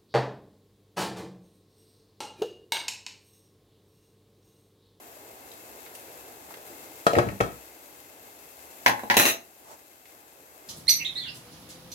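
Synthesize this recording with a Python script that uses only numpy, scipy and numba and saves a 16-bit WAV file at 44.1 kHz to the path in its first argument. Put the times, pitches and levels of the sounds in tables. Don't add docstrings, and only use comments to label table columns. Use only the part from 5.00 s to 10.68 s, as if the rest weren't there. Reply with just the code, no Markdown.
import sys
import numpy as np
from scipy import signal
from scipy.fft import rfft, irfft
from scipy.io import wavfile
from scipy.ndimage import uniform_filter1d
from numba import njit

SR = 44100
rng = np.random.default_rng(int(sys.argv[2]) if len(sys.argv) > 2 else 0)


def store_pcm(level_fs):
    pcm = np.round(np.clip(level_fs, -1, 1) * 32767).astype(np.int16)
    wavfile.write(sys.argv[1], SR, np.atleast_2d(pcm).T)


N = 250664
T = np.arange(N) / SR


def undb(db):
    return 10 ** (np.asarray(db) / 20)


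def unit(x):
    return x / np.sqrt(np.sum(x ** 2, axis=-1, keepdims=True))


def add(out, s, x):
    i = max(int(s * SR), 0)
    out[:, i:i + x.shape[-1]] += x[..., :max(N - i, 0)]


def convolve(x, response):
    return signal.fftconvolve(np.atleast_2d(x), np.atleast_2d(response), axes=1)[:, :x.shape[-1]]


def colour(points, size=2048):
    hz, db = np.transpose(points)
    grid_hz = np.arange(size // 2 + 1) * SR / size
    gain = undb(np.interp(np.log(grid_hz + 1), np.log(hz), db))
    cepstrum = irfft(np.log(gain))
    cepstrum[1:size // 2] *= 2
    cepstrum[size // 2 + 1:] = 0
    return unit(irfft(np.exp(rfft(cepstrum))))


def lowpass(x, hz, order=2):
    return signal.sosfilt(signal.butter(order, min(hz, SR / 2 - 500), fs=SR, output="sos"), x)


def wash(t60_low, t60_high, size=4096, count=15):
    t, hz = np.arange(size) / SR, np.arange(size // 2 + 1) * SR / size
    edges = np.r_[0, np.geomspace(90, SR / 2, count)]
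    decay_times = np.geomspace(t60_low, t60_high, count)
    noise, out = rfft(rng.standard_normal((2, size))), 0
    for lo, hi, t60 in zip(edges, edges[1:], decay_times):
        in_band = (hz >= lo) & (hz < hi)
        band = irfft(noise * in_band) * np.exp(-np.log(1000) * t / t60)
        out = out + unit(band) * np.sqrt(hi - lo)
    return unit(out)


def ring(modes, size=16384):
    t, out = np.arange(size) / SR, 0
    for hz, db, t60 in modes:
        phase = rng.uniform(-0.96, 1, (2, 1)) * min(hz / 3000, np.pi / 2)
        decay = np.exp(-np.log(1000) * t / t60)
        out = out + undb(db) * unit(np.sin(2 * np.pi * hz * t + phase) * decay)
    return out


def knock(shape, t60_low, t60_high, rattle_db, size=16384):
    burst = undb(rattle_db) * wash(t60_low, t60_high)
    burst[:, 0] += 1
    padded = np.pad(unit(burst), ((0, 0), (0, size - burst.shape[1])))
    return convolve(padded, shape)


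def spring(x, hz, q):
    w = 2 * SR * np.tan(np.pi * min(hz, SR / 2 - 2000) / SR)
    return signal.lfilter(*signal.bilinear([w * w], [1, w / q, w * w], SR), x)


def place(x, lead_ms, left_db):
    size = 2 ** 18
    lag = np.maximum([-lead_ms, lead_ms], 0) / 1000  # seconds, left and right
    hz = np.arange(size // 2 + 1) * SR / size
    delay = np.exp(-2j * np.pi * lag[:, None] * hz)
    return irfft(rfft(x, size) * delay)[:, :N] * undb([[left_db / 2], [-left_db / 2]])


def walk(rate):
    steps = np.arange(0, 6, 1 / rate)
    return np.interp(T, steps, rng.standard_normal(len(steps)))


def lid():
    # start in seconds, strength in dB, contact resonance in Hz, click of the steel rim in dB.
    lid_hits = [(2.067, 9, 1480, 10), (2.1335, 9, 590, -1), (2.153, -1.5, 2400, -4), (2.1667, 13, 513, -3),
                (2.178, 14, 500, -4), (2.1863, 11, 1300, 5.5), (2.19, 1, 2470, -21), (2.257, -11, 343, -18),
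                (2.268, -1.5, 347, -16), (2.288, -11.5, 2650, -8), (2.4042, 0.5, 2470, 0),
                (2.4086, 4.5, 1350, 5), (2.437, -8.5, 1530, -12)]
    # frequency in Hz, level in dB.
    lid_colour = [(40, -21.5), (75, -15), (120, 2), (250, -4.5), (450, -2), (700, 1), (1050, -13),
                  (1320, -6), (1580, -11), (2200, -6.5), (5000, -19), (9000, -22.5), (16000, -20.5)]
    # frequency in Hz, level in dB, 60 dB decay time in seconds.
    lid_modes = [(64.5, -26, 0.57), (120, -11.5, 0.21), (200.3, -18, 0.21), (319.4, -17, 0.13),
                 (484, -17, 0.12), (578.4, -16, 0.2), (615, -14, 0.098), (682, -21, 0.096),
                 (1240, -43, 0.076), (1316, -16, 0.035), (1677, -15, 0.15), (1853, -8.5, 0.043),
                 (2580, -17, 0.049), (3270, -23.5, 0.19), (3997, -23.5, 0.33), (5900, -28, 0.11),
                 (4920, -27.5, 0.18), (8796, -33, .04)]
    # time in seconds, gain of the bass in dB.
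    lid_weight = [(2.12, -19.5), (2.21, 12)]
    rim_hz = 9500
    out, shape, modes = np.zeros((2, N)), colour(lid_colour), ring(lid_modes)
    for s, db, contact_hz, rim_db in lid_hits:
        blow = knock(shape, t60_low=0.023, t60_high=0.078, rattle_db=7.5) + modes
        weight = undb(np.interp(s, *np.transpose(lid_weight)))
        heavy = blow + (weight - 1) * lowpass(blow, hz=243, order=1)
        body = undb(db) * spring(heavy, contact_hz, q=1.98)
        treble = blow - lowpass(blow, hz=910, order=1)
        click = undb(rim_db) * spring(treble, rim_hz, q=0.77)
        add(out, s, body + click)
    return place(out, lead_ms=0.27, left_db=3.0)


def bounces(s, db, first_gap_s, count=15):
    rebound, loss_db = 0.92, 1.04
    gap, size = rng.standard_normal((count, 2)).T
    number = np.arange(count)
    flights = first_gap_s * rebound ** number * np.exp(0.22 * gap)
    starts = s + np.cumsum(flights) - flights
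    return zip(starts, undb(db - loss_db * number + 2 * size))


def fork(count=4):
    # start in seconds, knock on the board in dB, contact resonance in Hz, clash of tines in dB.
    fork_hits = [(3.862, 16, 6000, 2.5), (3.879, 5, 8000, -1), (3.896, 8, 1070, -21),
                 (3.994, -9, 1780, -20), (4.035, 2.5, 575, -22), (4.1003, 13, 5630, -3.5),
                 (4.1107, 6.5, 5600, -4), (4.142, 2, 5000, -4.5), (4.1685, 20, 482, 16),
                 (4.1972, 8.5, 3000, 11)]
    # start in seconds, strength in dB, mean first gap between bounces in seconds.
    chatter = [(4.179, 10, .0088), (4.254, 8.5, .0062)]
    # frequency in Hz, level in dB.
    board_colour = [(45, -33), (100, -21), (250, 2.5), (420, -11.5), (780, 3.5), (1060, 6), (1230, -13),
                    (1580, 3), (2050, 3.5), (3200, -7.5), (4800, -14.5), (6200, -13), (8500, -44),
                    (16000, -8.5)]
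    # frequency in Hz, level in dB, 60 dB decay time in seconds.
    board_modes = [(109.4, -27.5, 0.28), (568, -21, 0.19), (845, -15, 0.33), (1010, -31, 0.092),
                   (1660, -24, .18), (2022, -13, .14), (2460, -42, 0.19)]
    # frequency in Hz, level in dB.
    tine_colour = [(50, -12), (110, -14.5), (270, 2), (650, -3), (1250, -5), (1850, -1), (2700, 4.5),
                   (3300, -5.5), (4000, -0.5), (4900, -11.5), (6500, -6.5), (8800, -10), (12000, -3),
                   (16000, -12.5)]
    # frequency in Hz before detuning, level in dB before tine_ring_db,
    # 60 dB decay time in seconds.
    tine_modes = [(673, -17, .17), (1893, -13.5, .1), (2525, -18, .08), (2010, -14, .16), (2723, -13, .11),
                  (2800, -14, .025), (3922, -18, .06), (4003, -18, .06), (5772, -18, .17), (6269, -16, .1),
                  (6600, -13, .02), (7170, -23, .12), (9180, -23, .1), (10512, -21, .15), (11130, -22, .12),
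                  (12376, -20, .12), (13260, -21, .14), (14097, -17, .11), (15630, -22, .06)]
    tine_ring_db = 0.5
    out, board, board_ring = np.zeros((2, N)), colour(board_colour), ring(board_modes)
    tines = colour(tine_colour)
    tine_rings = []
    for _ in range(count):
        detuned = [(hz * (1 + 0.0012 * rng.standard_normal()), db + tine_ring_db, t60)
                   for hz, db, t60 in tine_modes]
        tine_rings.append(ring(detuned))
    for k, (s, board_db, contact_hz, tine_db) in enumerate(fork_hits):
        thud = knock(board, t60_low=0.084, t60_high=0.044, rattle_db=3.0) + board_ring
        clash = knock(tines, t60_low=0.055, t60_high=0.047, rattle_db=22) + tine_rings[k % count]
        add(out, s, undb(board_db) * spring(thud, contact_hz, q=1.25) + undb(tine_db) * clash)
    for run in chatter:
        for k, (s, gain) in enumerate(bounces(*run)):
            tap = knock(tines, t60_low=0.011, t60_high=0.024, rattle_db=7.5) + tine_rings[k % count]
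            add(out, s, gain * tap)
    return place(out, lead_ms=-0.13, left_db=1.1)


def ticks():
    # start in seconds, strength in dB, pitch in Hz.
    touches = [(0.516, -23, 3870), (.862, -22, 2180), (.951, -22.5, 2770), (.951, -17.5, 9900),
               (1.281, -20.5, 410), (1.507, -20, 875), (1.54, -18, 2070), (1.57, -19, 454),
               (5.055, -20, 2160)]
    t60 = 0.055
    out = np.zeros((2, N))
    for s, db, hz in touches:
        shape = colour([(hz / 6, -20), (hz, 0), (hz * 4, -20)])
        burst = convolve(wash(t60, t60), shape)
        clink = ring([(hz, -6, t60)], size=4096)
        add(out, s, undb(db) * (burst + clink))
    return out


def cloth(s=4.71, db=-42):
    fabric = colour([(150, -22), (450, -12), (850, -9.0), (1300, -22.0), (4000, -30), (7000, -24),
                     (15000, -35)])
    rub = convolve(rng.standard_normal((2, N)), fabric)
    stroke = np.exp(-.5 * ((T - s) / .055) ** 2) * undb(2.5 * walk(60))
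    return undb(db) * rub * stroke


def bubbling(count=2200):
    out = np.zeros((2, N))
    for when, pitch, size, side in rng.random((count, 4)):
        hz = 220 * 5.5 ** pitch
        age = np.linspace(0, 1, int(14 * SR / hz))
        pop = np.sin(2 * np.pi * 14 * age * (1 + 0.036 * age)) * np.exp(-5 * age)
        pan = np.sqrt([[side], [1 - side]])
        add(out, when * N / SR, undb(18 * size) * pan * pop)
    return out


def boiling_water():
    # frequency in Hz, level in dB.
    water_colour = [(30, -30), (62, -5.5), (100, -6.5), (200, -10), (310, -0.5), (480, 0), (800, -0.5),
                    (1200, -12.5), (2200, -14.5), (3500, -23), (8000, -38)]
    water_db = -50
    churn = rng.standard_normal((2, N))
    churn = churn + 0.44 * rng.standard_normal(N)
    mixture = unit(churn) + undb(-20.0) * unit(bubbling())
    water = np.sqrt(N) * unit(convolve(mixture, colour(water_colour)))
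    return place(water * undb(water_db + 1.3 * walk(9.9)), lead_ms=0.089, left_db=-1.0)


def steam_flicker():
    return .8 * walk(25)


def steam_hiss():
    # frequency in Hz, level in dB.
    steam_colour = [(400, -8), (1400, -5.5), (2400, 0), (3300, -2.5), (5500, -4), (7500, 0.5), (9700, -5.5),
                    (11500, 3), (13500, 1.5), (15500, -4.5)]
    # time in seconds, level in dB before steam_gain_db.
    steam_levels = [(0.0, -55), (0.38, -54), (0.97, -51.5), (1.43, -53.5), (2.0, -50)]
    # frequency in Hz, level in dB, 60 dB decay time in seconds.
    pot_air = [(1670, -21.5, 0.01), (2150, -19.5, 0.044), (2680, -19, 0.046)]
    steam_gain_db = 3
    lid_on_s, lid_muffle_db = 2.7, -1
    level_db = np.interp(T, *np.transpose(steam_levels)) + steam_gain_db + lid_muffle_db * (T > lid_on_s)
    bursts = rng.random(N) < 1500 / SR
    sizes = undb(3.8 * np.minimum(rng.exponential(size=(2, N)), 5))
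    spray = bursts * sizes * rng.choice([-1, 1], (2, N))
    mixture = unit(rng.standard_normal((2, N))) + undb(-5.5) * unit(spray)
    steam = np.sqrt(N) * unit(convolve(mixture, colour(steam_colour)))
    steam = steam + convolve(steam, ring(pot_air, size=4096))
    return place(steam * undb(level_db + steam_flicker()), lead_ms=0, left_db=6.0)


def kitchen(x, wet_db, t60_low, t60_high, gap_s):
    # frequency in Hz, level in dB.
    room_colour = [(40, -3.5), (100, 5), (200, 2), (600, 3), (2000, 0), (6000, 2), (15000, 1)]
    tail = convolve(wash(t60_low, t60_high, size=32768), colour(room_colour))
    delayed = np.pad(tail, ((0, 0), (int(gap_s * SR), 0)))
    return x + undb(wet_db) * convolve(x, delayed)


@njit
def ducking(loud, fall, hold, rise):
    out, db, quiet = np.zeros(len(loud)), 0., 0.
    for i in range(len(loud)):
        quiet = 0. if loud[i] > 0 else quiet + 1
        db = min(db + rise, 0.) if quiet > hold else db - fall * loud[i]
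        out[i] = db
    return out


def gain_control(x, knee_db=6):
    loud_db, hold_s = -30, 0.89
    duck_db_per_s, recover_db_per_s = 21, 5
    treble = x - lowpass(x, hz=900, order=1)
    power = uniform_filter1d(np.mean(treble ** 2, axis=0), size=441)
    level_db = 10 * np.log10(np.abs(power) + 1e-12)
    loud = np.clip((level_db - loud_db) / knee_db, 0, 1)
    return x * undb(ducking(loud, duck_db_per_s / SR, float(hold_s * SR), recover_db_per_s / SR))


def scene():
    near = kitchen(lid() + ticks(), wet_db=-5.5, t60_low=0.31, t60_high=0.35, gap_s=0.0075)
    far = kitchen(fork(), wet_db=-2.0, t60_low=0.42, t60_high=0.17, gap_s=.005)
    return near + far + boiling_water() + steam_hiss() + cloth()


def record(dry):
    # frequency in Hz, gain of their difference in dB.
    port_width = [(60, 0.5), (125, -11), (280, -4), (600, -6.5), (1200, 7), (2000, -2), (4000, 0.5),
                  (9000, -0.5), (15000, 0)]
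    hz, db = np.transpose(port_width)
    grid_hz = np.arange(N // 2 + 1) * SR / N
    width = undb(np.interp(np.log(grid_hz + 1), np.log(hz), db))
    side = irfft(rfft(dry[0] - dry[1]) * width, N) / 2
    ports = dry.mean(axis=0) + np.array([side, -side])
    ports = signal.sosfilt(signal.butter(5, 53, "highpass", fs=SR, output="sos"), ports)
    rounded = np.tanh(.8 * gain_control(ports)) / .8
    top_cut = signal.ellip(10, .2, 80, 16000, fs=SR, output="sos")
    return signal.sosfilt(top_cut, rounded)


dry = scene()
out = record(dry)
store_pcm(out)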